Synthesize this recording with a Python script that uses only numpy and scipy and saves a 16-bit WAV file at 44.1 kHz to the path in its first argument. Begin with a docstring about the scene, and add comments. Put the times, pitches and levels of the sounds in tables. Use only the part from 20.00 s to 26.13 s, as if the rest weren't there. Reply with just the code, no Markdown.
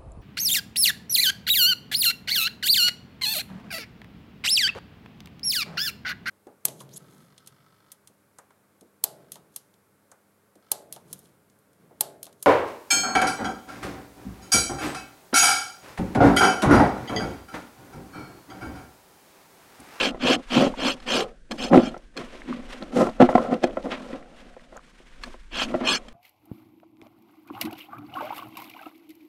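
"""A flat steel rasp files a horse's hoof that rests on a hollow plastic stand, outdoors.
Random grains, standing for teeth tearing chips from the horn, ring the steel bar and shake hoof and stand.
The hoof shifts and knocks in its cradle: noise and clicks ring the modes (natural pitches) of the stand.
Gloves and cloth rustle as coloured grains; a light wind rumbles on the microphone as deep noise,
and a steady coloured noise makes the distant outdoor hiss."""
import sys
import numpy as np
from scipy import signal
from scipy.fft import rfft, irfft, next_fast_len
from scipy.io import wavfile

SR = 44100
rng = np.random.default_rng(int(sys.argv[2]) if len(sys.argv) > 2 else 0)


def pcm_store(signal):
    """Save signal as 16-bit PCM."""
    levels = np.round(np.clip(np.atleast_2d(signal), -1, 1) * 32767)
    wavfile.write(sys.argv[1], SR, levels.astype(np.int16).T)


N = 270271   # length of the scene in samples

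# rasp strokes: (start [s], time to full speed [s], length [s], cutting level [dB], time to hardest push [s],
# shake of the stand [dB], treble of the bite at the start [dB], contact at the start [share of bar length],
# contact at the end [share of bar length], ring of the bar against the chips [dB])
STROKES = [(-0.04, 0.042, 0.16, -23, 0.086, -24.5, -16.5, 0.35, .75, -13),
           (0.19, 0.13, .18, -23.5, 0.14, -21.5, -17, 0.2, .75, -10.5),
           (0.494, 0.047, 0.21, -25.5, 0.15, -22, -13.5, 0.28, 0.743, -16.5),
           (0.763, 0.1, 0.19, -26.5, 0.11, -25, -15.5, 0.21, 0.857, -7.5),
           (1.054, 0.071, 0.2, -27, 0.12, -25, -11.5, 0.28, .75, -10),
           (1.57, 0.036, 0.14, -35, 0.066, -30.5, -11.5, 0.25, 0.8, -6.5),
           (1.71, 0.16, .2, -40, .1, -27, -17, .35, 0.724, -8),
           (5.503, 0.12, 0.16, -28, 0.11, -38.5, -17, 0.27, 0.9, -10),
           (5.84, 0.053, 0.15, -22.5, 0.03, -28.5, -15.5, 0.36, 0.67, -3)]
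# hoof knocking in the cradle: (time [s], relative strength [dB], pitch most strongly struck [Hz])
KNOCKS = [(0.145, -17, 567), (0.624, -3.5, 496), (1.166, -6, 250), (1.512, -16.5, 483), (1.731, 7.5, 310),
          (1.742, 4.5, 285), (1.755, 2.5, 243), (1.774, 8, 259), (1.798, -6, 400), (1.942, -20, 1008),
          (1.965, -21.5, 597), (2.204, -15.5, 238), (2.494, -19.5, 220), (2.82, -16.5, 352),
          (3.007, -1.5, 650), (3.021, -2.5, 300), (3.069, -8, 684), (3.088, -12.5, 634), (3.202, -4.5, 754),
          (3.213, 3.5, 633), (3.222, 9, 274), (3.242, -3.5, 296), (3.289, -1, 673), (3.327, -10.5, 681),
          (3.352, 5, 710), (3.377, -3, 668), (3.491, -21.5, 524), (3.519, -28, 255), (3.639, 3.5, 413),
          (3.77, -7.5, 576), (3.855, -13, 242), (3.918, -17.5, 535), (4.128, -12.5, 259),
          (4.565, -25.5, 514), (4.724, -30, 587), (4.76, -33.5, 705), (5.001, -32, 300),
          (5.273, -23.5, 507), (5.341, -26.5, 508), (5.618, -8.5, 1220), (5.74, -5, 560),
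          (5.748, -6.5, 357), (5.81, -9.5, 272)]
# rasp touching down on the horn: (time [s], relative strength [dB])
TAPS = [(1, -38), (1.51, -22), (1.516, -20), (2.166, -25.5), (2.173, -20.5), (3.634, -22), (3.639, -18.5),
        (5.235, -22), (6.083, -32.5)]
# grit ticking under a glove: (time [s], relative strength [dB], centre [Hz])
TICKS = [(1.0256, -35, 3750), (1.205, -7.5, 3540), (2.6554, -34, 3130), (2.7252, -29, 3850),
         (1.977, -37, 5540), (3.0949, -32, 4040), (3.5406, -20.5, 3450), (4.7671, -30.5, 6900)]
# bending modes of the steel bar: (pitch [Hz], width while filing [Hz], relative level [dB])
BAR_MODES = [(1170, 60, -2), (1703, 50, -2), (2430, 70, 1), (3245, 90, 0), (4270, 75, -3), (5215, 75, -7),
             (6275, 85, -10), (7545, 75, -12), (8760, 120, -18), (10400, 90, -24), (12700, 60, -31),
             (13100, 60, -33)]
# modes of hoof and stand: (pitch [Hz], width while shaken [Hz], relative level [dB])
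STAND_MODES = [(212, 140, -3.5), (249, 42, 4.5), (353, 47, -3.5), (518.8, 73, -5), (638, 60, -8),
               (718, 84, -8), (820, 140, -12.5), (1032, 100, -16.5), (1343, 120, -16), (1970, 170, -26)]
# colour of the torn horn: (frequency [Hz], relative level [dB per Hz])
CHIPS = [(530, -18.5), (900, -1.5), (1670, 1), (2020, -6.5), (2420, 2.5), (3220, 4), (3670, -9),
         (4390, -10), (4770, -13.5), (7680, -24.5), (13100, -40), (15500, -51)]
# colour of the rubbing cloth: (frequency [Hz], relative level [dB per Hz])
CLOTH = [(530, -42), (900, -3), (2120, -3), (3220, -7.5), (4660, -18), (9180, -24.5), (15500, -45)]
# colour of the distant outdoor hiss: (frequency [Hz], relative level [dB per Hz])
AIR = [(82, -34), (140, 8), (497, -2.5), (868, -32), (1580, -2), (1970, -14.5), (9780, -23), (12000, -58.5),
       (15600, -61.5), (22000, -120)]
# wind on the microphone: (time [s], level [dB])
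WIND = [(0.05, -42), (0.912, -44.5), (1.108, -41), (1.399, -51.5), (1.658, -45), (2.006, -48), (3.43, -43),
        (4.915, -54), (5.645, -42), (6.096, -48)]
# hoof, gloves and cloth shifting: (time [s], rise [s], hold [s], fall [s], shake of the lower modes [dB],
# shake of the upper modes [dB], rustle [dB], treble of the rustle against the rest [dB])
SHIFTS = [(1.513, 0.017, 0.013, 0.14, -33, -39.5, -49.5, -2.5),
          (1.729, 0.036, .05, 0.061, -9.5, -17, -35.5, -13),
          (2.181, 0.033, 0.011, 0.16, -32, -37.5, -41.5, -14),
          (2.341, 0.12, .01, 0.13, -44, -52, -45.5, -16), (2.487, 0.089, 0.025, 0.26, -34.5, -49, -44, -20),
          (2.74, 0.24, 0.018, 0.16, -60, -57, -44.5, -13),
          (2.822, 0.041, 0.012, 0.073, -36.5, -41, -44, -12),
          (2.971, 0.068, 0.063, 0.1, -20, -21, -40.5, -4.5),
          (3.204, 0.012, 0.012, 0.087, -11.5, -13.5, -28, -19.5),
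          (3.297, 0.026, 0.0055, 0.12, -35, -23.5, -45.5, -7),
          (3.351, 0.033, 0.011, 0.058, -24, -28, -39.5, -11.5),
          (3.385, 0.037, 0.018, 0.28, -30.5, -25.5, -42, -10.5),
          (3.522, 0.077, 0.025, 0.072, -22.5, -24.5, -45.5, -14.5),
          (3.63, 0.018, 0.012, 0.12, -25, -26.5, -39.5, -18),
          (3.771, 0.014, 0.0072, 0.091, -36, -32.5, -62, -8),
          (3.844, 0.018, 0.028, 0.081, -29, -35, -54, -7), (3.92, 0.033, 0.007, .1, -33, -32.5, -30, -27),
          (4.14, 0.14, 0.018, 0.056, -38.5, -41.5, -45, -16), (4.39, 0.12, .01, 0.41, -61, -61, -55.5, -13),
          (4.754, 0.057, 0.016, 0.065, -57, -43, -60.5, -8),
          (4.86, .06, 0.024, .2, -73.5, -72.5, -63.5, -6),
          (5.241, .05, 0.023, 0.19, -48.5, -51, -47.5, -8.5),
          (5.667, .05, 0.017, 0.13, -35.5, -42, -56, -18), (5.75, .02, 0.019, .1, -38, -36, -63, -10),
          (5.81, 0.024, 0.029, 0.072, -30, -30, -40.5, -34)]
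# steady handling under the shifts: (time [s], rustle [dB], shake [dB])
HANDLING = [(0.15, -60, -40), (0.4, -55, -64), (0.49, -50, -56), (0.76, -51, -46), (1.0, -57.5, -53),
            (1.27, -56.5, -47.5), (1.42, -76.5, -77), (1.92, -55.5, -47.5), (2.1, -70, -72),
            (2.25, -54.5, -51.5), (3.15, -55.5, -46.5), (3.45, -61.5, -52), (4.05, -50, -41.5),
            (4.29, -62, -51), (4.9, -62, -69), (5.2, -59, -59), (5.48, -62.5, -87), (5.7, -49, -36),
            (6.0, -57, -47.5), (6.12, -62, -55)]

AIR_DB = -62.5
UPPER_STAND_HZ, TREBLE_HZ = 420, 4880   # where the stand's upper modes and the treble begin
CUTOFF_HZ = 15700
CUT_POWER, PUSH_POWER = 1.37, 1.18   # cutting level and shake grow as these powers of the effort
BITE_SWING_DB = 13   # the treble of the bite grows by this much along each stroke
STROKE_UPPER_DB = -1   # upper modes against lower while filing and handling
SETTLE_DB_PER_S = 357   # fastest fall of the shake from the strokes
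SWING_DB = 30   # a shift rises and falls by this much in its rise and fall times
HANDLING_TREBLE_DB = -11   # treble of the steady rustle against the rest


def amp(db):
    """Turn decibels into a gain."""
    return 10 ** (np.asarray(db) / 20)


def rms_one(x):
    """Scale to an rms (average strength) of 1."""
    return x / np.sqrt(np.mean(x ** 2) + 1e-20)


def in_time(rows, column):
    """One column of a table, joined by straight lines in time."""
    rows = np.array(rows)
    return np.interp(np.arange(N) / SR, rows[:, 0], rows[:, column])


def drift(rate_hz):
    """A slow random wander with an rms of 1, made at every 40th sample and joined by lines."""
    r = np.exp(-80 * np.pi * rate_hz / SR)
    noise = rng.standard_normal(N // 40 + 2002)
    slow = signal.lfilter([1], [1, -2 * r, r * r], noise)[2000:]   # drop the filter's start
    return np.interp(np.arange(N) / 40, np.arange(len(slow)), rms_one(slow))


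def grains(per_s, spread_db):
    """Random clicks of uneven size and sign, with an rms of 1."""
    sizes = amp(spread_db * np.minimum(rng.exponential(1, N), 5))
    signs = rng.choice([-1, 1], N)
    present = rng.random(N) < per_s / SR
    return rms_one(sizes * signs * present)


def colour(x, spectrum):
    """Filter by a (Hz, dB per Hz) table, then scale to an rms of 1."""
    size = next_fast_len(N)
    hz, level_db = np.transpose(spectrum)
    log_hz = np.log(np.arange(size // 2 + 1) * SR / size + 1)   # 1 Hz added to avoid log of zero
    gain = amp(np.interp(log_hz, np.log(hz), level_db))
    return rms_one(irfft(rfft(x, size) * gain, size)[:N])


def ring(x, hz, width_hz):
    """A click sets off a dying sine; a wider mode dies faster."""
    r, w = np.exp(-np.pi * width_hz / SR), 2 * np.pi * hz / SR
    return signal.lfilter([0, np.sin(w)], [1, -2 * r * np.cos(w), r * r], x + 1e-18)


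def split(x, hz):
    """The low and the high part around a frequency."""
    return [signal.sosfilt(signal.butter(4, hz, kind, fs=SR, output="sos"), x) for kind in ("low", "high")]


def bursts(times, levels_db, rise_s, fall_s):
    """Short noise bursts that swell and die."""
    shape = np.zeros(N) + 1e-18
    shape[(np.asarray(times) * SR).astype(int)] = amp(levels_db)
    shape = signal.lfilter([1], [1, -np.exp(-1 / (fall_s * SR))], shape)
    rise = np.exp(-1 / (rise_s * SR))
    shape = signal.lfilter([1 - rise], [1, -rise], shape)
    return shape * rng.standard_normal(N)


def brighten(x, treble_db):
    """Set the level of the treble against the rest."""
    dull, sharp = split(x, TREBLE_HZ)
    return rms_one(dull) + rms_one(sharp) * amp(treble_db)


def effort(start, to_peak, length):
    """Rise from 0 to 1 and back along a half-sine, with its top at the given delay."""
    top = min(to_peak, length - .005)
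    turn = np.interp(np.arange(N) / SR - start, [0, top, length], [0, np.pi / 2, np.pi])
    return np.sin(turn).clip(0) * (turn < np.pi)


def along_strokes(first, last):
    """A value that runs from first to last through every stroke."""
    ends = np.ravel([(s, s + length) for s, _, length, *_ in STROKES])
    values = np.column_stack([first, last]).ravel()
    return np.interp(np.arange(N) / SR, np.maximum.accumulate(ends), values)


def pushing():
    """Gain with which the strokes shake the stand; its fall is limited to a set speed."""
    push = sum(amp(db) * effort(s, to_push, length) ** PUSH_POWER
               for s, _, length, _, to_push, db, *_ in STROKES)
    fall_db = SETTLE_DB_PER_S * np.arange(N) / SR
    push_db = 20 * np.log10(push + 1e-9)
    return amp(np.maximum.accumulate(push_db + fall_db) - fall_db)


def shifting(levels_db):
    """Gain of all shifts: each rises, holds and dies away, and their powers add."""
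    t = np.arange(0, N, 32) / SR
    power = 0
    for (s, rise, hold, fall, *_), db in zip(SHIFTS, levels_db):
        before = (s - t).clip(0, 1) / rise
        after = (t - s - hold).clip(0, 1) / fall
        power = power + amp(db - SWING_DB * (before + after)) ** 2
    return np.interp(np.arange(N) / SR, t, np.sqrt(power))


def rasp():
    """Teeth tear chips and drive the bar; a mode is loud where the contact lies on a peak of its bending."""
    teeth = grains(12000, spread_db=-2.0) * amp(1.9 * drift(77))
    *_, bite_db, first, last, ring_db = np.transpose(STROKES)
    place = along_strokes(first, last)
    half_waves = 4.5 * np.sqrt(np.array(BAR_MODES)[:, 0] / BAR_MODES[0][0])   # pitch grows as their square
    steel = np.zeros(N)
    for k, (hz, width, db) in enumerate(BAR_MODES):
        driven = teeth * np.cos(np.pi * half_waves[k] * place)
        steel += amp(db) * np.sqrt(width) * (-1) ** k * ring(driven, hz, width)
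    cut = amp(along_strokes(ring_db, ring_db)) * rms_one(steel) + colour(teeth, CHIPS)
    level = sum(amp(db) * effort(s, to_peak, length) ** CUT_POWER
                for s, to_peak, length, db, *_ in STROKES)
    filing = level * brighten(cut, along_strokes(bite_db, bite_db + BITE_SWING_DB))
    return filing + touch_down()


def touch_down():
    """Short noise bursts strike the bar, whose modes die faster than while filing."""
    at, tap_db = np.transpose(TAPS)
    taps = bursts(at, tap_db, rise_s=0.00063, fall_s=0.0042)
    return sum(amp(db - 25) * (-1) ** k * ring(taps, hz, 2.05 * width)
               for k, (hz, width, db) in enumerate(BAR_MODES))


def stand():
    """Strokes, handling and shifts shake the modes of hoof and stand; knocks strike them."""
    slips = grains(2500, spread_db=2.5) * amp(2.12 * drift(40))
    low, high = np.zeros((2, N))
    for k, (hz, width, db) in enumerate(STAND_MODES):
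        uneven = slips * amp(2 * drift(4.2))   # each mode wanders by itself
        mode = amp(db) * np.sqrt(width) * (-1) ** k * ring(uneven, hz, width)
        if hz < UPPER_STAND_HZ:
            low += mode
        else:
            high += mode
    *_, lower_db, upper_db, _, _ = np.transpose(SHIFTS)
    steady = np.hypot(pushing(), amp(in_time(HANDLING, 2)))
    lower_level = np.hypot(steady, shifting(lower_db))
    upper_level = np.hypot(steady * amp(STROKE_UPPER_DB), shifting(upper_db))
    body = rms_one(low) * lower_level + rms_one(high) * upper_level
    knocks, crack = knocking()
    return split(split(body + knocks, 109)[1] + crack, 2420)[0]


def knocking():
    """Each knock strikes hardest the modes near its own pitch and cracks briefly."""
    at, knock_db, knock_hz = np.transpose(KNOCKS)
    luck = rng.normal(0, 1, (len(at), len(STAND_MODES), 2))
    knocks = np.zeros(N)
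    for k, (hz, width, _) in enumerate(STAND_MODES):
        reach = at + 0.001235 * abs(luck[:, k, 0])   # a soft contact does not start all modes at one instant
        octaves_away = abs(np.log2(hz / knock_hz))
        clicks = np.zeros(N)
        clicks[(reach * SR).astype(int)] = amp(knock_db - 14.5 - 7.1 * octaves_away + 4.2 * luck[:, k, 1])
        knocks += (-1) ** k * ring(clicks, hz, 0.54 * width)   # rings longer than when shaken
    crack = split(bursts(at, knock_db - 17.0, rise_s=0.0015, fall_s=0.0033), 490)[1]
    return knocks, crack


def rustle():
    """Gloves and cloth rub: dense grains, sparse grit of scattered pitch and a few lone ticks."""
    *_, shift_db, treble_db = np.transpose(SHIFTS)
    steady = amp(in_time(HANDLING, 1))
    level = np.hypot(steady, shifting(shift_db))
    treble = np.hypot(steady * amp(HANDLING_TREBLE_DB), shifting(shift_db + treble_db))
    cloth = colour(grains(8700, spread_db=1.0) * amp(2.3 * drift(30)), CLOTH)
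    grit = sum(ring(grains(7.5, spread_db=7.5), hz, 0.14 * hz) for hz in np.geomspace(900, 7000, num=9))
    rubbed = cloth + amp(-5.5) * colour(grit, CLOTH)
    rubbed = brighten(rubbed, 20 * np.log10(treble / level))
    ticks = sum(ring(bursts([s], [db - 19.5], rise_s=0.00035, fall_s=0.0029), hz, 800)
                for s, db, hz in TICKS)
    return rubbed * level + ticks


def wind():
    """Lumpy pressure on the microphone: noise kept to the deep bass, with a wandering level."""
    deep = split(split(rng.standard_normal(N), 37.6)[0], 130)[0]
    lumps = split(deep, 2.6)[1]
    gusts = amp(2.5 * drift(3))
    return rms_one(lumps * gusts) * amp(in_time(WIND, 1))


def distant_hiss():
    """Steady outdoor hiss: random noise given the colour of the air."""
    return amp(AIR_DB) * colour(rng.standard_normal(N), AIR)


def scene():
    """Add up all sources in one channel."""
    return (rasp() + stand() + rustle() + wind() + distant_hiss())[None]


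def record(dry):
    """Clip the peaks and cut the highest treble steeply."""
    steep = signal.cheby2(20, 80, CUTOFF_HZ + 250, fs=SR, output="sos")
    return signal.sosfilt(steep, np.clip(dry, -.98, .98)).clip(-1, 1)


dry = scene()
out = record(dry)
pcm_store(out)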